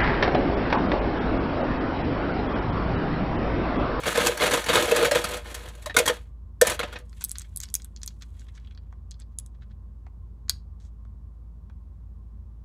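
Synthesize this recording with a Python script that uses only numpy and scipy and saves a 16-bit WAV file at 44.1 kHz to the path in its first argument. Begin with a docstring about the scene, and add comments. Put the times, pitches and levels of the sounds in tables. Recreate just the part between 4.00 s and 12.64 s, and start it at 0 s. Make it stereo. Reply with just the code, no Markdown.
"""A small quiet room with a machine humming throughout; a two-port phone stands close by on a table.
First wet pebbles are stirred and scooped in a plastic tub: filtered grit grinds, clacks ring the tub wall
as decaying sines, and heavy blows swell in its hollow. Near 2.6 s a few drop back in.
From 3 s the rest click in a cupped hand, dry and bright: short stone modes with noise snaps, among
scrapes and slides of filtered noise; the clicks thin out and soft taps on the palm last to the end."""
import sys
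import numpy as np
from scipy import signal
from scipy.fft import rfft, irfft, next_fast_len
from scipy.io import wavfile
from scipy.ndimage import uniform_filter1d

SR = 44100
rng = np.random.default_rng(int(sys.argv[2]) if len(sys.argv) > 2 else 0)


def master(y):
    """Save y as 16-bit WAV."""
    cut = np.clip(np.atleast_2d(y).T, -1, 1)
    pcm = np.round(cut * 32767)  # scale
    wavfile.write(sys.argv[1], SR, pcm.astype(np.int16))


def boost(x):
    """Linear amplitude factor 10**(x/20) for a level x in decibels (scalar or array-like)."""
    u = np.asarray(x, float) / 20
    return 10 ** u


N = 381068
TIME = np.arange(N) / SR
SIZE = next_fast_len(N + SR)
HZ = np.maximum(np.arange(SIZE // 2 + 1) * SR / SIZE, 1)


def on_hz(points, hz):
    """A (f/Hz, value) table read along a log-frequency axis."""
    f, value = np.transpose(points)
    return np.interp(np.log(hz), np.log(np.maximum(f, 1)), value)


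def colour(x, points, peaks=()):
    """Causal filter of unit energy: a smooth spectrum plus resonances, minimum phase from the cepstrum."""
    size = 2 ** 13
    hz = np.maximum(np.arange(size // 2 + 1) * SR / size, 1)
    power = boost(2 * on_hz(points, hz))
    power = power + sum(boost(2 * db) / (1 + (2 * (hz - f) / width) ** 2) ** 2 for f, width, db in peaks)
    cepstrum = irfft(np.log(power) / 2)
    cepstrum[1:size // 2] *= 2
    cepstrum[size // 2 + 1:] = 0
    response = irfft(np.exp(rfft(cepstrum)))
    return signal.fftconvolve(x, response / np.sqrt(np.sum(response ** 2)))[:N]


def band(x, lo_hz, hi_hz, order=2):
    """Butterworth band-pass."""
    edges = [lo_hz, min(hi_hz, SR / 2.2)]
    return signal.sosfilt(signal.butter(order, edges, "band", fs=SR, output="sos"), x)


def add(track, s, burst):
    """Mix a burst in at time s."""
    i = int(s * SR)
    track[..., i:i + burst.shape[-1]] += burst[..., :N - i]


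def walk(rate):
    """Random levels held 1 / rate s and slewed; spread near 1."""
    k = int(SR / rate)
    return uniform_filter1d(np.repeat(rng.standard_normal(N // k + 1), k), k)[:N]


def grit(rough_db, rate):
    """A dense stream of tiny contacts whose strength changes rate times a second, rms 1."""
    x = rng.standard_normal(N) * boost(rough_db * walk(rate))
    return x / x.std()


def strokes(table, attack_s, t60):
    """Gain of movements that swell, hold and die away; overlapping ones add in power."""
    power = 0
    for s, length, db in table:
        rise = np.sin(np.pi / 2 * np.clip((TIME - s) / attack_s, 0, 1)) ** 2
        fall_db = -60 * np.maximum(TIME - s - length, 0) / t60
        power = power + (boost(db + fall_db) * rise) ** 2
    return np.sqrt(power)


def ports(x, phase, balance):
    """The left and right microphone ports hear one place with their own phase and level."""
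    side = np.array([[.5], [-.5]])
    difference = boost(side * on_hz(balance, HZ)) * np.exp(1j * side * on_hz(phase, HZ))
    return irfft(rfft(x, SIZE) * difference, SIZE)[:, :N]


def room(x, near_t60, near_db, near_hz, t60, wet_db):
    """Near surfaces smear each sound, walls add a dull tail; both are unrelated at the two ports."""
    t = np.arange(SR // 2) / SR
    near, far = rng.standard_normal((2, 2, len(t))) * (1 - np.exp(-t / 0.012))
    near = band(near, 270, near_hz, order=1) * boost(-60 * t / near_t60)
    far = band(far, 300, 4400, order=1) * boost(-60 * t / t60)
    tail = boost(near_db) * near / np.sqrt(np.sum(near ** 2) / 2)
    tail = tail + boost(wet_db) * far / np.sqrt(np.sum(far ** 2) / 2)
    return x + signal.fftconvolve(x, tail, axes=1)[:, :N]


# spectrum of the quiet room: f/Hz, relative level/dB
ROOM_AIR = [(25, -47), (45, -21.5), (80, -8), (140, -31.5), (260, -34), (700, -45), (1100, -46),
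            (1500, -55), (2400, -63.5), (16000, -72)]
# booms and whines standing in that air: f/Hz, width/Hz, relative level/dB
ROOM_PEAKS = [(78, 22, -8), (121.4, 26, -17.5), (166.95, 17, -20), (213, 39, -23.5), (940, 11, -37.5),
              (1058, 23, -34), (1177, 25, -41)]
# likeness of the air at the two ports: f/Hz, correlation (0-1)
ROOM_ALIKE = [(60, 0.98), (130, 0.99), (290, 0.7), (640, 0.1)]


def machine():
    """A steady hum over low rumble that booms in the room; the bass is alike left and right."""
    mid, side = (colour(rng.standard_normal(N), ROOM_AIR, ROOM_PEAKS) for _ in range(2))
    alike = np.clip(on_hz(ROOM_ALIKE, HZ), 0, 1)
    mid = rfft(mid, SIZE) * np.sqrt(1 + alike)
    side = rfft(side, SIZE) * np.sqrt(1 - alike)
    air = boost(-49.5) * irfft(np.array([mid + side, mid - side]), SIZE)[:, :N]
    hum = boost(-40 + 0.24 * walk(5.0)) * np.sin(2 * np.pi * 55.2 * TIME)
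    return (air + hum) * boost(np.array([[-1.1], [1.1]]))  # the right port hears it louder


# wet fingers and stones sliding on skin: t/s, length/s, level/dB, treble over level/dB
SKIN_SLIDES = [(3.014, 0.13, -73, 8), (3.102, 0.32, -56, 0), (3.52, 0.15, -59.5, 3), (3.68, 0.14, -70, 4),
               (3.949, 0.37, -68, 3), (4.316, 0.083, -58.5, -2.5), (4.533, 0.15, -62.5, -18)]
# spectrum of skin rubbing, close to the microphone: f/Hz, relative level/dB
SKIN_COLOUR = [(600, -19), (1500, 7.5), (3000, 10.5), (6000, -4.5), (10000, -7), (15000, -19.5)]


def slides():
    """Sliding on wet skin: uneven grit for the drag, finer grit for the fizz above it."""
    attack_s, t60 = 0.055, 0.71
    drag = strokes([(s, length, db) for s, length, db, _ in SKIN_SLIDES], attack_s, t60)
    fizz = strokes([(s, length, db + treble_db) for s, length, db, treble_db in SKIN_SLIDES], attack_s, t60)
    low = band(grit(11.0, 160) * drag, 300, 5520)
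    high = band(grit(4.0, 270) * fizz, 6200, 16000)
    return boost(3.0) * colour(low + high, SKIN_COLOUR)


# a wet stone scraping over another: t/s (a quarter of the way in), relative level/dB, centre f/Hz, length/s
STONE_SCRAPES = [(3.208, -30.5, 4550, .045), (3.357, -39.5, 3370, .04), (3.406, -36, 3800, .03),
                 (3.626, -29, 5900, 0.034), (4.2157, -36.5, 3680, 0.038), (4.393, -51, 5000, 0.071),
                 (4.5456, -44.5, 4200, 0.055), (4.615, -60, 3480, 0.11), (5.198, -44, 3630, 0.045),
                 (5.316, -63, 3770, .035), (5.547, -54, 2515, 0.021), (5.615, -46, 2790, 0.04),
                 (5.7, -48, 2600, 0.043), (6.8, -50, 4170, 0.04), (6.833, -52.5, 4800, 0.099)]


def scrapes():
    """Wet stone sticks and slips: scattered grains over grit, swelling and fading in a band."""
    out = np.zeros(N)
    grains = (rng.random(N) < 900 / SR) * boost(7.4 * rng.standard_normal(N)) * rng.choice([-1, 1], N)
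    rub = 0.55 * grit(3.1, 400) + grains / grains.std()
    for s, db, hz, length in STONE_SCRAPES:
        stroke = np.hanning(int(length * SR))
        stroke = stroke * rub[int(s * SR):][:len(stroke)]
        add(out, s - length / 4, boost(db - 4.5) * band(stroke, hz / 3.3, hz * 1.6, order=3))
    return out


# stones set down softly on the palm: t/s, relative level/dB, centre f/Hz, tick over thud/dB
PALM_TAPS = [(4.926, -44.5, 1193, -12), (6.066, -47.5, 1140, -23.5), (7.051, -55, 1180, -10),
             (7.698, -52.5, 1280, -4.5)]


def taps():
    """The palm damps each stone to a short dull thud with a brighter tick of contact."""
    out = np.zeros(N)
    t = np.arange(SR // 25) / SR
    for s, db, hz, tick_db in PALM_TAPS:
        thud = rng.standard_normal(len(t)) * (1 - np.exp(-t / 0.00063)) * boost(-60 * t / 0.0099)
        thud = band(thud, hz / 1.68, hz * 1.24)
        tick = band(rng.standard_normal(len(t)) * boost(-60 * t / 0.00598), 2000, 6200)
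        tap = thud / np.max(np.abs(thud)) + boost(tick_db) * tick
        add(out, s, boost(db + 9.5) * tap / np.max(np.abs(tap)))
    return out


# stones clicking in the hand: t/s, relative level/dB, centre f/Hz,
# bright snap relative level/dB, knock in the palm relative level/dB
HAND_CLICKS = [(3.0946, -44.5, 6910, -35, -24.5), (3.1283, -39.5, 4200, -40, -6),
               (3.209, -28.5, 6370, -30.5, -8.5), (3.2195, -29, 8460, -20, -3),
               (3.24, -11.5, 8800, -8.5, -30), (3.2469, -11, 10360, -17.5, -41),
               (3.2524, -27.5, 9030, -20.5, -35), (3.2857, -34.5, 10230, -17, -32),
               (3.2933, -23.5, 8000, -23, -35), (3.309, -27.5, 5000, -20, -28),
               (3.3147, -17.5, 9870, -21.5, -35), (3.3549, -26.5, 4400, -30, -8.5),
               (3.3834, -17.5, 8000, -28, -34), (3.395, -25.5, 8030, -24.5, -22),
               (3.417, -28, 6050, -19.5, -20), (3.5607, -19, 10430, -19, -42),
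               (3.5718, -17, 10600, -16, -37), (3.6018, -19, 6300, -16.5, -26),
               (3.6134, -30.5, 5700, -25, -17), (3.6343, -22.5, 5700, -20, -17),
               (3.654, -34.5, 4400, -36, -22), (3.6865, -33.5, 4350, -33, -29),
               (3.7005, -35.5, 7050, -25.5, -25), (3.7404, -10.5, 8400, -14, -30.5),
               (3.7514, -9.5, 7150, -12, -39), (3.7622, -29, 8520, -19, -23), (3.819, -33, 5960, -25, -23),
               (3.845, -25, 9320, -22.5, -24), (3.962, -32, 4960, -43, -25),
               (3.9713, -38, 4700, -40.5, -17), (4.0161, -33.5, 4750, -34, -16),
               (4.0314, -19, 5920, -38, -21.5), (4.061, -25, 10130, -21, -28),
               (4.076, -17.5, 5000, -19.5, -22), (4.2224, -34, 4270, -23, -27),
               (4.3944, -42, 6220, -23, -19), (4.5985, -50, 4750, -35.5, -18.5),
               (4.672, -41, 3000, -43, -15), (4.7484, -44, 4400, -38, -13), (4.7747, -35, 3820, -53.5, -11),
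               (5.1092, -29, 6300, -39, -29), (5.1145, -30.5, 4720, -42.5, -33),
               (5.141, -41.5, 4310, -39.5, -17), (5.199, -37, 8000, -44, -21),
               (5.219, -40.5, 4400, -50.5, -24), (5.386, -17.5, 8470, -23.5, -37),
               (5.397, -29.5, 10600, -19.5, -25), (5.461, -36.5, 7840, -23.5, -25.5),
               (5.621, -48.5, 3000, -51.5, 2), (5.716, -61, 4400, -51, -3), (6.482, -41.5, 4400, -47.5, -1),
               (6.4948, -2.5, 4920, -18, -29), (6.826, -54, 5000, -47.5, -28)]
# the modes a pebble rings with: f/Hz, relative level/dB, t60/s
STONE_MODES = [(3000, 1.5, 0.0067), (3636, -4, 0.008), (4400, 2, 0.007), (5000, 0.5, .007),
               (5700, 0, 0.006), (6300, -0.54, 0.0058), (6800, 1.9, 0.0045), (8000, 1.5, 0.004),
               (8800, 0.9, 0.0037), (9330, 2, 0.0039), (10600, 5.5, .0035)]


def clicks():
    """Each click is a few cycles of stone ring, a dull knock in the palm and a bright snap."""
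    out = np.zeros(N)
    t = np.arange(SR // 25) / SR
    mode_hz, mode_db, mode_t60 = np.transpose(STONE_MODES)[:, :, None]
    late_cycles = 2.1  # low modes take longer to build, so a click falls in pitch
    for s, db, hz, snap_db, knock_db in HAND_CLICKS:
        chance = rng.standard_normal((2, len(STONE_MODES), 1))
        # modes near the centre are favoured (dB per octave squared); gentle contacts wake fewer upper ones
        slope = np.where(mode_hz < hz, -49.5, -3.5 + 0.9 * db)
        share = boost(mode_db + slope * np.log2(mode_hz / hz) ** 2 + 2 * chance[0])
        build = 1 - np.exp(-(t * mode_hz / late_cycles) ** 2)
        ring = np.sin(2 * np.pi * mode_hz * (1 + 0.04 * chance[1]) * t)
        chord = np.sum(share * build * boost(-60 * t / mode_t60) * ring, axis=0)
        add(out, s + 0.0008, boost(db + 10.5) * chord / np.sqrt(2 * np.sum(share ** 2)))
        # low f/Hz, high f/Hz, relative level/dB, t60/s
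        parts = [(hz / 1.5, hz * 1.3, -11, .006),  # chatter
                 (950, 2900, knock_db, .014),
                 (hz / 3.0, hz / 1.5, -17, .008),  # body of the stone under its ring
                 (12300, 15800, snap_db + 8.0, .003)]
        for lo_hz, hi_hz, part_db, t60 in parts:
            # one hard touch amid chatter
            contact = rng.standard_normal(len(t)) + 2.0 * (np.arange(len(t)) == SR // 2000)
            contact = contact * (1 - np.exp(-t / 0.00025)) * boost(-60 * t / t60)
            noise = band(contact, lo_hz, hi_hz, order=3)
            noise = noise / np.sqrt(np.sum(noise ** 2) / (t60 * SR / 9))
            add(out, s + 0.0006, boost(db + part_db - 1.0) * noise)
    return out


# phase between the ports for the hand: f/Hz, left lead/rad
HAND_PORTS = [(690, 2.9), (1400, 2), (2100, 2.5), (3450, 4.5), (4800, 4), (6200, 4.5), (6900, 8.5),
              (7600, 5.5), (9000, 4.5), (10300, -0.25), (11700, -4.5), (13400, -6.5), (15200, -9.5),
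              (16500, -9.5)]


def hand():
    """All that the cupped hand does, with the table top mirroring each sound once."""
    out = slides() + scrapes() + taps() + clicks()
    echo_s, echo_db = .0018, -16.5
    out = out + boost(echo_db) * np.roll(out, int(echo_s * SR))
    balance = [(1000, 7.0), (4000, 1.5), (12000, -2.0)]  # f/Hz, left over right level/dB
    return ports(out, HAND_PORTS, balance)


def ticks():
    """Small stones knocking at random moments within the grind, as a gain with sudden rises."""
    per_s, level_db, scatter_db, t60 = 160, -2, 2.5, 0.031
    when, size = rng.random(N), np.clip(rng.standard_normal(N), -2, 2)
    hits = (when < per_s / SR) * boost(level_db + scatter_db * size)
    return signal.lfilter([1], [1, -boost(-60 / (t60 * SR))], hits)


# the hand pushes through the stones, or they slide back in: t/s, length/s, level/dB
STONE_PUSHES = [(-.03, 0.096, -43), (.04, 0.15, -29.5), (.13, .18, -29.5), (.38, 0.099, -27),
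                (.49, 0.094, -30.5), (.65, 0.2, -28), (.86, 0.21, -28.5), (1.11, 0.087, -29),
                (1.24, 0.13, -37.5), (1.42, 0.26, -46.5), (1.7, 0.17, -56.5), (1.96, 0.17, -40),
                (2.61, 0.11, -35), (2.79, 0.14, -49.5), (2.9, 0.019, -44)]


def grind():
    """Strengths of stones rubbing as they are pushed: tub body, air in the hollow, treble."""
    push = strokes(STONE_PUSHES, 0.039, 0.26) * boost(2.6 * walk(90))
    knocks = ticks()
    body = push * (0.87 + 0.1 * knocks)
    hollow = push * boost(-4.5 + 2.9 * walk(15))
    settle_db = np.where(TIME > 2.77, -12, 0)  # stones coming to rest roll duller than stirred ones
    treble = push * boost(-12 + settle_db) * (0.83 + 0.82 * knocks)
    return body, hollow, treble


# heavy blows on the tub floor: t/s, relative level/dB, pitch f/Hz
FLOOR_BLOWS = [(0.065, -22, 547), (0.177, -14, 487), (0.292, -24.5, 473), (0.426, -18.5, 497),
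               (0.525, -22.5, 550), (0.574, -24, 510), (0.696, -18, 490), (0.759, -14.5, 495),
               (0.88, -22.5, 472), (0.92, -10, 474), (0.989, -26, 463), (1.017, -20, 484),
               (1.028, -14, 487), (1.083, -19, 558), (1.119, -12.5, 573), (1.156, -14, 499),
               (1.866, -31.5, 611), (1.948, -30, 460), (1.976, -18.5, 467), (1.999, -15, 490),
               (2.02, -26, 479.5), (2.096, -17.5, 503), (2.11, -23, 488.5), (2.619, -4.5, 499),
               (2.799, -25.5, 490), (2.838, -27.5, 573)]
# resonances of the air in the tub: f/Hz, width/Hz, relative level/dB
TUB_HOLLOW = [(489, 34, 2), (594, 84, -4), (364, 64, -7)]


def thumps(hollow):
    """The floor drives the air in the tub, so each note swells before it fades, over the hollow grind."""
    air = colour(grit(1.1, 200) * hollow, [(100, -36.5), (1000, -48.5)], TUB_HOLLOW)
    t = np.arange(SR // 8) / SR
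    u = t / 0.0055  # the swell peaks at u = 1
    swell = (u * np.exp(1 - u)) ** 1.5
    for s, db, hz in FLOOR_BLOWS:
        note = np.sin(2 * np.pi * hz * t) + 0.4 * np.sin(2 * np.pi * 630 * t)
        add(air, s - .002, boost(db) * swell * note)
    return air


# stones clacking in the tub: t/s, relative level/dB, treble relative level/dB, strongest ring f/Hz
TUB_CLACKS = [(0.034, -18.5, -14, 1130), (0.057, -16.5, -22.5, 1580), (0.08, -17.5, -21.5, 1270),
              (0.153, -13.5, -10.5, 1790), (0.174, -12.5, -9, 1310), (0.201, -15.5, -15.5, 1250),
              (0.247, -20.5, -0.5, 1660), (0.262, -7, -0.5, 840), (0.372, -19.5, -4.5, 1140),
              (0.4, -11, -19, 2130), (0.418, -10, -20, 2516), (0.439, -15.5, -22.5, 1660),
              (0.509, -11, -10, 1700), (0.535, -8, -5, 1286), (0.571, -12.5, -16, 1160),
              (0.64, -20.5, -4, 1760), (0.661, -20.5, -8.5, 1800), (0.686, -13, -13, 1700),
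              (0.7, -14.5, -19, 3750), (0.73, -10, -12.5, 1140), (0.754, -3, -10.5, 3730),
              (0.769, -7, -17, 1320), (0.796, -15.5, -15, 1770), (0.83, -22.5, -8, 1080),
              (0.911, -12.5, -6, 1800), (0.96, -8.5, -6, 1660), (1.026, -9.5, -12.5, 1290),
              (1.046, -9.5, -12.5, 1862), (1.111, -8, -7.5, 1660), (1.149, -8, -11, 2546),
              (1.169, -17.5, -27, 1306), (1.241, -13.5, -3, 1294), (1.334, -28, -4, 1330),
              (1.37, -33, -3, 1620), (1.455, -31.5, -35, 1780), (1.512, -38, -12, 1820),
              (1.543, -26.5, 3.5, 3295), (1.685, -36, -2.5, 3700), (1.75, -45, 1.5, 1790),
              (1.821, -42.5, 3.5, 2140), (1.859, -21, -4, 1030), (1.896, -21, -27, 1795),
              (1.943, -23.5, -7.5, 3560), (1.965, -0.5, -2.5, 3707), (1.986, -2.5, -3, 2414),
              (2.057, -15.5, 1, 1810), (2.076, -6, -1.5, 3254), (2.094, -12, -21.5, 1770),
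              (2.613, -3.5, 0, 1778), (2.649, -15.5, -12, 1750), (2.667, -8.5, -3, 1770),
              (2.698, -14.5, -1.5, 1700), (2.716, -20, -12.5, 1680), (2.792, -10.5, -12, 1354),
              (2.808, -21.5, -27.5, 1350), (2.83, -12, -19.5, 1390), (2.926, -28, -10, 1380),
              (2.957, -20.5, -40, 1896), (2.987, -50, 8.5, 802)]
# modes of the plastic wall, also heard in tub(): f/Hz, width before widening/Hz, relative level/dB
WALL_MODES = [(1270, 55, -1.5), (1660, 93, -3), (2086, 34, -6), (2496, 57, -10), (3317, 44, -3),
              (3710, 48, -11), (4470, 36, -14), (5360, 37, -7)]


def clacks(body, treble):
    """Stones bounce to rest: chatter is added to body and treble in place; the wall's ring is returned."""
    t = np.arange(SR // 8) / SR
    rings, wall_hz = np.zeros(N), np.transpose(WALL_MODES)[0]
    for s, db, treble_db, hz in TUB_CLACKS:
        chatter = boost(db - 10) * (1 - np.exp(-t / 0.0049)) * boost(-60 * t / 0.062)
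        add(body, s, chatter)
        add(treble, s, boost(treble_db) * chatter * boost(-2.5 - 60 * t / 0.4))
        # every blow lands elsewhere: its own strongest note, and a chance mix of the wall's modes
        detune = 1 + 0.071 * rng.standard_normal(len(wall_hz))
        notes = np.append(hz, wall_hz * detune)[:, None]
        mode_db = -12 - 2.5 * np.log2(wall_hz / 1200) + 5 * rng.standard_normal(len(wall_hz))
        share = boost(np.append(-5, mode_db))[:, None]
        chord = np.sum(share * np.sin(2 * np.pi * (notes * t + rng.random(notes.shape))), axis=0)
        contacts = rng.random((4, 2))  # a clack is four contacts within 12 ms
        for late, softer in contacts - contacts.min(axis=0):
            start = s + .012 * late
            snap = (1 - np.exp(-t / 0.0006)) * boost(-60 * t / 0.011)
            add(treble, start, boost(db + treble_db - 11.0 - 9.0 * softer) * snap)
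            decay = (1 - np.exp(-t / 0.00079)) * boost(-60 * t / 0.024)
            add(rings, start, boost(db - 5.3 * softer) * decay * chord)
    return rings


# spectrum of stones against the plastic: f/Hz, relative level/dB
TUB_COLOUR = [(50, -22.5), (100, -18.5), (300, -13), (700, -11.5), (1500, -14), (3300, -15), (5100, -20),
              (10000, -22.5), (14000, -28), (16500, -47)]
# phase between the ports for the tub: f/Hz, left lead/rad
TUB_PORTS = [(250, -0.3), (600, 0.71), (1640, 0.33), (3620, 1.26), (5080, -2.5), (6630, -1.28),
             (8610, -1.5), (10000, -7), (11800, -9), (13400, -13.5), (14600, -15)]
# level between the ports for the tub: f/Hz, left over right level/dB
TUB_SIDES = [(60, -1.5), (110, 2.5), (200, -1), (450, -5), (700, 5.5), (1290, 1.5), (2380, 1.5), (4400, -2),
             (8120, -4), (15000, 2)]


def tub():
    """Grinding and clacks shake the wall; blows on the floor swell and fade in the hollow."""
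    body, hollow, treble = grind()
    rings = clacks(body, treble)
    low = band(grit(2.4, 600) * body, 40, 4700, order=3)
    high = band(grit(1.8, 900) * treble, 5100, 17000, order=3)
    wide_modes = [(f, 1.6 * width, db - 7.5) for f, width, db in WALL_MODES]
    wall = boost(2.0) * colour(low + boost(9.0) * high, TUB_COLOUR, wide_modes) + boost(-4.5) * rings
    table = boost(2.5) * band(grit(2.7, 40) * body, 65, 320)  # the table top carries the weight shifting
    # contacts are spread over the tub, so part of the clatter differs between the ports
    clatter = band(grit(2.7, 700) * (body + boost(2.5) * treble), 700, 12000)
    spread = boost(-8.0) * colour(clatter, TUB_COLOUR)
    return ports(wall + thumps(hollow), TUB_PORTS, TUB_SIDES) + table + spread * np.array([[1], [-1]])


def scene():
    """Stones in the tub and in the hand, heard in the room over the machine."""
    in_tub = room(tub(), near_t60=0.048, near_db=-14.5, near_hz=6700, t60=0.065, wet_db=-15.5)
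    in_hand = room(hand(), near_t60=0.032, near_db=-13.0, near_hz=13000, t60=0.18, wet_db=-26.0)
    return in_tub + in_hand + machine()


def low_pass(x):
    """Removes everything above the highest recorded frequency."""
    return signal.sosfilt(signal.butter(12, 17160, fs=SR, output="sos"), x)


def record(dry):
    """The microphone rolls off the top and rounds loud peaks; gain control eases the level down."""
    pole = np.exp(-1 / (.06 * SR))  # 60 ms power average
    power = signal.lfilter([1 - pole], [1, -pole], np.mean(dry ** 2, axis=0))
    gain = (1 + power / boost(-50.5)) ** -.07
    heard = signal.sosfilt(signal.butter(6, 16000, fs=SR, output="sos"), dry)
    heard = np.tanh(0.72 * heard) / 0.7
    return low_pass(heard * gain)


dry = scene()
out = record(dry)
master(out)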